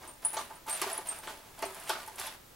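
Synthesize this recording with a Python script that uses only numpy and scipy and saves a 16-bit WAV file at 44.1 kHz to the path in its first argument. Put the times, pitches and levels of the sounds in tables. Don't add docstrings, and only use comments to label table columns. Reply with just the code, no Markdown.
import sys
import numpy as np
from scipy import signal
from scipy.fft import rfft, irfft
from scipy.io import wavfile
from scipy.ndimage import uniform_filter1d

SR = 44100
rng = np.random.default_rng(int(sys.argv[2]) if len(sys.argv) > 2 else 0)


def digitize_waveform(pressure):
    field = np.atleast_2d(pressure).T
    bounded = np.clip(field, -1, 1)
    quanta = np.round(bounded * 32767).astype(np.int16)
    wavfile.write(sys.argv[1], SR, quanta)


def natural_amplitude(level_db):
    exponent = np.asarray(level_db, float) / 20
    return 10 ** exponent


N = 112455

# mode_hz [Hz], level_db [dB], t60_s [s]
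TRAY_MODES = [(320, -14, .06), (390, -4, .16), (603, -13, .1), (665, -3, .13), (770, -6, .1), (880, 0, .14),
              (968, -6, .1), (1030, -5, .1), (1180, -4, .11), (1295, -5, .1), (1460, -7, .09),
              (1590, -7, .09), (1800, -9, .06), (2200, -9, .07)]


def evened(x):
    return x / np.sqrt(np.mean(x ** 2) + 1e-20)


def read(points, hz):
    f, value = np.transpose(points)
    return np.interp(np.log(hz + 1), np.log(f + 1), value)


def add(mix, start_s, sound):
    part = mix[round(start_s * SR):][:len(sound)]
    part += sound[:len(part)]


def colour(x, points):
    size = x.shape[-1]
    gain = natural_amplitude(read(points, np.fft.rfftfreq(size, 1 / SR)))
    return irfft(rfft(x) * gain, size)


def band(x, lo_hz, hi_hz):
    sos = signal.butter(2, [lo_hz, hi_hz], "band", fs=SR, output="sos")
    return signal.sosfilt(sos, x)


def tray(hz, spread_db):
    focus_db = -8.5
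    mode_hz, level_db, t60_s = np.transpose(TRAY_MODES)[:, :, None]
    t = np.arange(6000) / SR
    away_oct = abs(np.log2(mode_hz / hz))
    level_db = level_db + focus_db * (np.minimum(10 * away_oct, 1) + 0.28 * away_oct) + spread_db[:, None]
    modes = natural_amplitude(level_db - 60 * t / t60_s) * np.sin(2 * np.pi * mode_hz * t)
    return modes.sum(0)


def stir():
    # start_s [s], length_s [s], scrape_db [dB], tray_db [dB]
    strokes = [(0, 0.1, -60.5, -51.5), (0.214, 0.13, -56.5, -55.5), (0.321, 0.1, -50, -45.5),
               (0.423, 0.15, -63, -56), (0.668, 0.18, -46.5, -53), (0.839, 0.11, -46.5, -46),
               (0.958, 0.053, -52.5, -47), (1.043, 0.14, -52.5, -52.5), (1.217, 0.13, -54, -49.5),
               (1.35, 0.22, -64.5, -60.5), (1.563, 0.13, -60, -50.5), (1.647, 0.065, -54, -51),
               (1.726, 0.23, -55.5, -54), (1.864, 0.071, -46.5, -67), (1.964, 0.076, -53, -50.5),
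               (2.055, 0.22, -63.5, -57.5), (2.172, 0.078, -45.5, -58), (2.227, 0.11, -54, -54)]
    # freq_hz [Hz], density_db [dB per Hz]
    scrape_spectrum = [(480, -10), (680, 1), (900, -6), (1140, -2.5), (3020, -7), (6740, -14),
                       (10300, -9.5), (15800, -19.5)]
    rise_s, fade_s, sag_db = 0.02, 0.026, -3.5
    grains_per_s, grain_spread_db, grain_t60_s = 5000, 2.5, 0.012
    drum_t60_s = 0.29

    t, power = np.arange(N) / SR, np.zeros((2, N))
    for start_s, length_s, scrape_db, tray_db in strokes:
        rise = np.clip((t - start_s) / rise_s, 0, 1)
        fade = np.exp(-np.maximum(t - start_s - length_s, 0) / fade_s)
        sag = natural_amplitude(sag_db * np.clip((t - start_s) / length_s, 0, 1))
        power += (rise * fade * sag * natural_amplitude(np.array([[scrape_db], [tray_db]]))) ** 2

    size = natural_amplitude(grain_spread_db * np.minimum(rng.exponential(1, (2, N)), 4))
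    size = size * (rng.random((2, N)) < grains_per_s / SR)
    size = size * rng.standard_normal((2, N))

    grain = natural_amplitude(-60 * np.arange(400) / SR / grain_t60_s)
    envelope = np.sqrt(abs(signal.oaconvolve(size[0] ** 2, grain ** 2)[:N]))
    scrape = colour(envelope * rng.standard_normal(N), scrape_spectrum)
    scrape = band(scrape, 400, 17000) / np.std(band(scrape, 2500, 7000))

    body = tray(974, np.zeros(len(TRAY_MODES))) * natural_amplitude(-60 * np.arange(6000) / SR / drum_t60_s)
    hits = evened(size[1]) * np.sqrt(power[1])
    drum = signal.oaconvolve(hits, body / np.linalg.norm(body))[:N]
    return np.sqrt(power[0]) * scrape + band(drum, 260, 12000)


def air():
    # freq_hz [Hz], density_db [dB per Hz]
    air_spectrum = [(12, -6), (24, 5), (36, -2.5), (65, -0.5), (187, -4), (588, -4.5), (2810, -14),
                    (8600, -17), (15900, -17)]
    # freq_hz [Hz], likeness [-1..1]
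    likeness = [(60, 1), (180, 0.74), (550, 0.037), (1650, 0.18), (4970, 0.49), (15000, 0.8)]
    # [dB, 1 dB below the sine's peak]
    whine_lines = [(15735, -74.5)]
    air_db = -55

    a, b = rfft(rng.standard_normal((2, N)))
    hz = np.fft.rfftfreq(N, 1 / SR)
    same = np.clip(read(likeness, hz), -1, 1)
    pair = np.array([a, same * a + np.sqrt(1 - same ** 2) * b])
    hiss = irfft(pair * natural_amplitude(read(air_spectrum, hz)), N)
    t = np.arange(N) / SR
    whine = sum(natural_amplitude(db + 1) * np.sin(2 * np.pi * f * t) for f, db in whine_lines)
    return natural_amplitude(air_db) * evened(hiss) + whine


def knocks():
    # start_s [s], peak_db [dB], pitch_hz [Hz], crack_db [dB], free_s [s]
    floor_knocks = [(0.026, -51, 880, 2, 0.038), (0.033, -42.5, 2200, -25, 0.02),
                    (0.25, -34, 890, -13, 0.02), (0.336, -36, 880, -11, 0.062),
                    (0.369, -27.5, 890, -2.5, 0.012), (0.387, -29, 1180, -30, 0.013),
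                    (0.41, -34.5, 1030, -24, 0.0052), (0.506, -37.5, 880, -28, 0.025),
                    (0.662, -40, 880, -13, 0.011), (0.677, -31.5, 880, -24, 0.035),
                    (0.817, -30, 1180, 5, 0.017), (0.821, -30, 1030, -2, 0.015),
                    (0.833, -28, 968, -26, 0.013), (0.868, -31.5, 690, -15, 0.017),
                    (0.901, -34, 1000, -22, 0.01), (0.912, -34, 665, -13, 0.024),
                    (0.983, -35, 880, -20, 0.024), (1.119, -37, 1300, -8, 0.017),
                    (1.231, -49, 1300, -18, 0.015), (1.273, -31.5, 1800, -3, 0.023),
                    (1.298, -36, 900, -8, 0.0094), (1.591, -47.5, 880, 6, 0.027),
                    (1.624, -35.5, 1180, -8, 0.027), (1.625, -34.5, 880, 5, 0.017),
                    (1.637, -25.5, 665, -30, 0.0056), (1.664, -42, 665, -20, 0.025),
                    (1.761, -45.5, 880, -13, 0.02), (1.879, -49, 1590, -13, 0.0056),
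                    (1.895, -21.5, 820, -1, 0.016), (1.897, -31.5, 1460, -23, 0.013),
                    (1.909, -29.5, 1180, -15, 0.01), (1.929, -31, 1295, -8, 0.0085),
                    (1.95, -34.5, 1460, -6, 0.014), (1.964, -36, 1200, -14, 0.0097),
                    (1.981, -41, 880, -15, 0.01), (1.998, -38.5, 1460, -10, 0.0093),
                    (1.187, -44.5, 880, -20, 0.022), (2.078, -36, 880, -9, 0.016),
                    (2.19, -38, 770, 5.5, 0.044), (2.271, -41.5, 880, 6, 0.016)]
    # start_s [s], peak_db [dB], free_s [s]
    thuds = [
        (.37, -50, .015),
        (0.681, -39, 0.029),
        (.818, -32, 0.0072),
        (.864, -32, 0.023),
        (0.987, -35.5, 0.014),
        (1.625, -29, 0.0193),
        (1.657, -35, 0.042),
        (1.709, -45, 0.039),
    ]
    bounce_db, bounce_s, bounces_per_s = -15, 0.005, 900
    choke_s, body_rise_s = 0.0022, 0.0015
    crack_t60_s, crack_rise_s = 0.11, 0.00017

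    out, t = np.zeros(N), np.arange(6000) / SR
    blows = list(floor_knocks) + [(s, db, 390, -40, free_s) for s, db, free_s in thuds]
    for start_s, peak_db, pitch_hz, crack_db, free_s in blows:
        push = natural_amplitude(bounce_db) * rng.standard_normal(6000) * np.exp(-t / bounce_s)
        push = push * (rng.random(6000) < bounces_per_s / SR)
        push[0] = 1
        body = signal.fftconvolve(push, tray(pitch_hz, rng.standard_normal(len(TRAY_MODES))))[:6000]
        body = body * np.exp(-np.maximum(t - free_s, 0) / choke_s) * (1 - np.exp(-t / body_rise_s))

        noise = rng.standard_normal(6000)
        lumpy = np.convolve(noise, noise[-50:] * np.hanning(50) / 4.3)[:6000]
        crack = band(lumpy, 1120, 5900) * natural_amplitude(-60 * t / crack_t60_s) * (1 - np.exp(-t / crack_rise_s))
        add(out, start_s - .001, natural_amplitude(peak_db) * (body / abs(body).max() + natural_amplitude(crack_db) * crack))
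    return band(out, 260, 12000)


def ticks():
    # start_s [s], peak_db [dB]
    bolt_ticks = [(0.0752, -33.5), (0.22, -38), (0.25, -30.5), (0.255, -36), (0.553, -46), (0.3314, -23),
                  (0.3694, -46), (0.6954, -19), (0.766, -25), (0.7744, -27), (0.666, -31.5), (1.836, -31),
                  (0.816, -13), (0.917, -24.5), (0.9278, -32), (0.9787, -37), (1.0715, -23), (1.162, -30),
                  (1.187, -29.5), (1.59, -30), (1.622, -24.5), (1.653, -26), (1.7225, -35), (1.746, -27),
                  (1.7993, -28.5), (1.8934, -16.5), (2.062, -30), (2.0762, -27), (2.158, -28.5),
                  (2.1973, -19), (2.266, -25.5)]
    snap_t60_s, ring_t60_s, ring_db, trim_db = 0.035, 0.012, -8, -10

    out, t = np.zeros(N), np.arange(3000) / SR
    for start_s, peak_db in bolt_ticks:
        snap = band(rng.standard_normal(3000), 7450, 12640) * natural_amplitude(-60 * t / snap_t60_s)
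        ring_hz = rng.uniform(9660, 10660, (2, 1))
        ring = natural_amplitude(ring_db - 60 * t / ring_t60_s) * np.sin(2 * np.pi * ring_hz * t).sum(0)
        add(out, start_s, natural_amplitude(peak_db + trim_db) * (snap + ring))
    return out


def rings():
    # start_s [s], bolt [letter], level_db [dB], t60_s [s], free_s [s until touched]
    free_rings = [(0.0755, "b", -43.5, 0.23, .17), (.249, "e", -14.5, 0.064, 0.032),
                  (0.255, "d", -44, 0.083, .05), (.272, "e", -37.5, 0.99, 0.08),
                  (.334, "d", -36, 0.051, .02), (.342, "e", -49, 0.34, 0.025),
                  (.386, "c", -46.5, 0.34, .04), (.43, "c", -61.5, 0.68, 0.08),
                  (0.407, "e", -58, 0.27, 0.051), (0.552, "d", -50.5, 0.16, 0.02),
                  (.553, "e", -56, 0.13, 0.03), (.696, "a", -32.5, .6, 0.073),
                  (0.726, "e", -36, 0.3, 0.037), (0.725, "d", -40, 0.3, 0.028),
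                  (.772, "a", -39.5, 0.13, 0.017), (0.929, "f", -22, 0.04, 0.0076),
                  (0.932, "f", -39.5, 0.22, 0.039), (0.978, "g", -18.5, 0.015, 0.0078),
                  (.99, "f", -54, 0.61, 0.077), (1.07, "g", -28.5, 0.018, .01),
                  (1.074, "a", -44, 0.33, 0.0097), (1.085, "a", -26.5, 0.14, 0.026),
                  (1.112, "a", -32.5, 0.073, 0.018), (1.135, "a", -55, .3, 0.021),
                  (1.172, "a", -51.5, .4, 0.059), (1.656, "a", -38.5, 0.071, 0.035),
                  (1.721, "a", -63, 0.27, .02), (1.849, "a", -50, 0.18, 0.022),
                  (2.264, "g", -35, .04, .015), (2.266, "h", -34, .04, .015)]
    bolt_hz = dict(a=8700, b=8950, c=9330, d=9545, e=9862, f=9916, g=10280, h=11300)
    rise_s, touch_s = 0.002, 0.003
    pair_hz, pair_db = 45, -12
    wobble_db, wobble_grows_s, wander_rad = 3.2, 0.03, 0.5
    halo_db, halo_t60_s = -15, 0.1

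    out, t = np.zeros(N), np.arange(9000) / SR
    for start_s, bolt, level_db, t60_s, free_s in free_rings:
        hz = bolt_hz[bolt]
        shake = rng.standard_normal(9000)
        slow = evened(uniform_filter1d(uniform_filter1d(shake, size=150), size=60))
        phase = 2 * np.pi * hz * t + wander_rad * slow[::-1]
        pair = np.sin(phase) + natural_amplitude(pair_db) * np.sin(phase + 2 * np.pi * (pair_hz * t + rng.random()))
        waver = natural_amplitude(wobble_db * np.minimum(t / wobble_grows_s, 1) * slow)
        touched = np.exp(-np.maximum(t - free_s, 0) / touch_s)
        shape = (1 - np.exp(-t / rise_s)) * natural_amplitude(level_db - 60 * t / t60_s) * touched
        halo = natural_amplitude(level_db + halo_db - 60 * t / min(halo_t60_s, t60_s))
        halo = halo * evened(band(shake, .9 * hz, 1.03 * hz))
        add(out, start_s, shape * waver * pair + halo)
    return out


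def shop(x):
    # freq_hz [Hz], t60_s [s]
    decay = [(300, 0.14), (1000, 0.23), (4000, 0.23), (12000, 0.11)]
    # freq_hz [Hz], level_db [dB]
    ahead = [(300, -8), (1000, -10), (4000, -5), (12000, -8)]
    # freq_hz [Hz], level_db [dB]
    sides = [(300, -28), (700, -19.5), (1500, -7.5), (5000, -6), (9000, -6.5), (15000, -19.5)]
    swaps_per_s = 9

    out, turn = np.zeros((2, N)), np.arange(N) / SR * swaps_per_s
    for k in range(3):
        taps = np.zeros((2, SR // 2))
        at = np.arange(200, SR // 2 - 20, 20)
        at = at + rng.integers(0, 20, (2, len(at)))
        np.put_along_axis(taps, at, rng.choice([-1., 1.], at.shape), 1)

        hz, t, z = signal.stft(taps, SR, nperseg=256)
        z = z * natural_amplitude(-60 * t / read(decay, hz)[:, None])
        z = z / np.sqrt((abs(z) ** 2).sum(2, keepdims=True))
        z = z * natural_amplitude(np.array([read(ahead, hz), read(sides, hz)]))[..., None]
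        tail = signal.istft(z, SR, nperseg=256)[1] / 140

        share = np.sqrt(2 / 3) * np.cos(np.pi * (turn + k / 3))
        out += signal.fftconvolve((share * x)[None], tail, axes=1)[:, :N]
    return np.array([out[0] + out[1], out[0] - out[1]])


def scene():
    left_db, right_db = 0.46, 1.5
    bolts = knocks() + ticks() + stir()
    free = rings()
    direct = (bolts + free) * natural_amplitude(np.array([[left_db - .5], [right_db - .5]]))
    return direct + shop(bolts + 0.54 * free) + air()


def roll_off(x):
    return signal.sosfilt(signal.butter(12, 16620, fs=SR, output="sos"), x)


def record(dry):
    top = signal.firwin(301, 15950, fs=SR)
    mix = signal.oaconvolve(dry, top[None], "same", axes=1)
    return roll_off(mix)


dry = scene()
out = record(dry)
digitize_waveform(out)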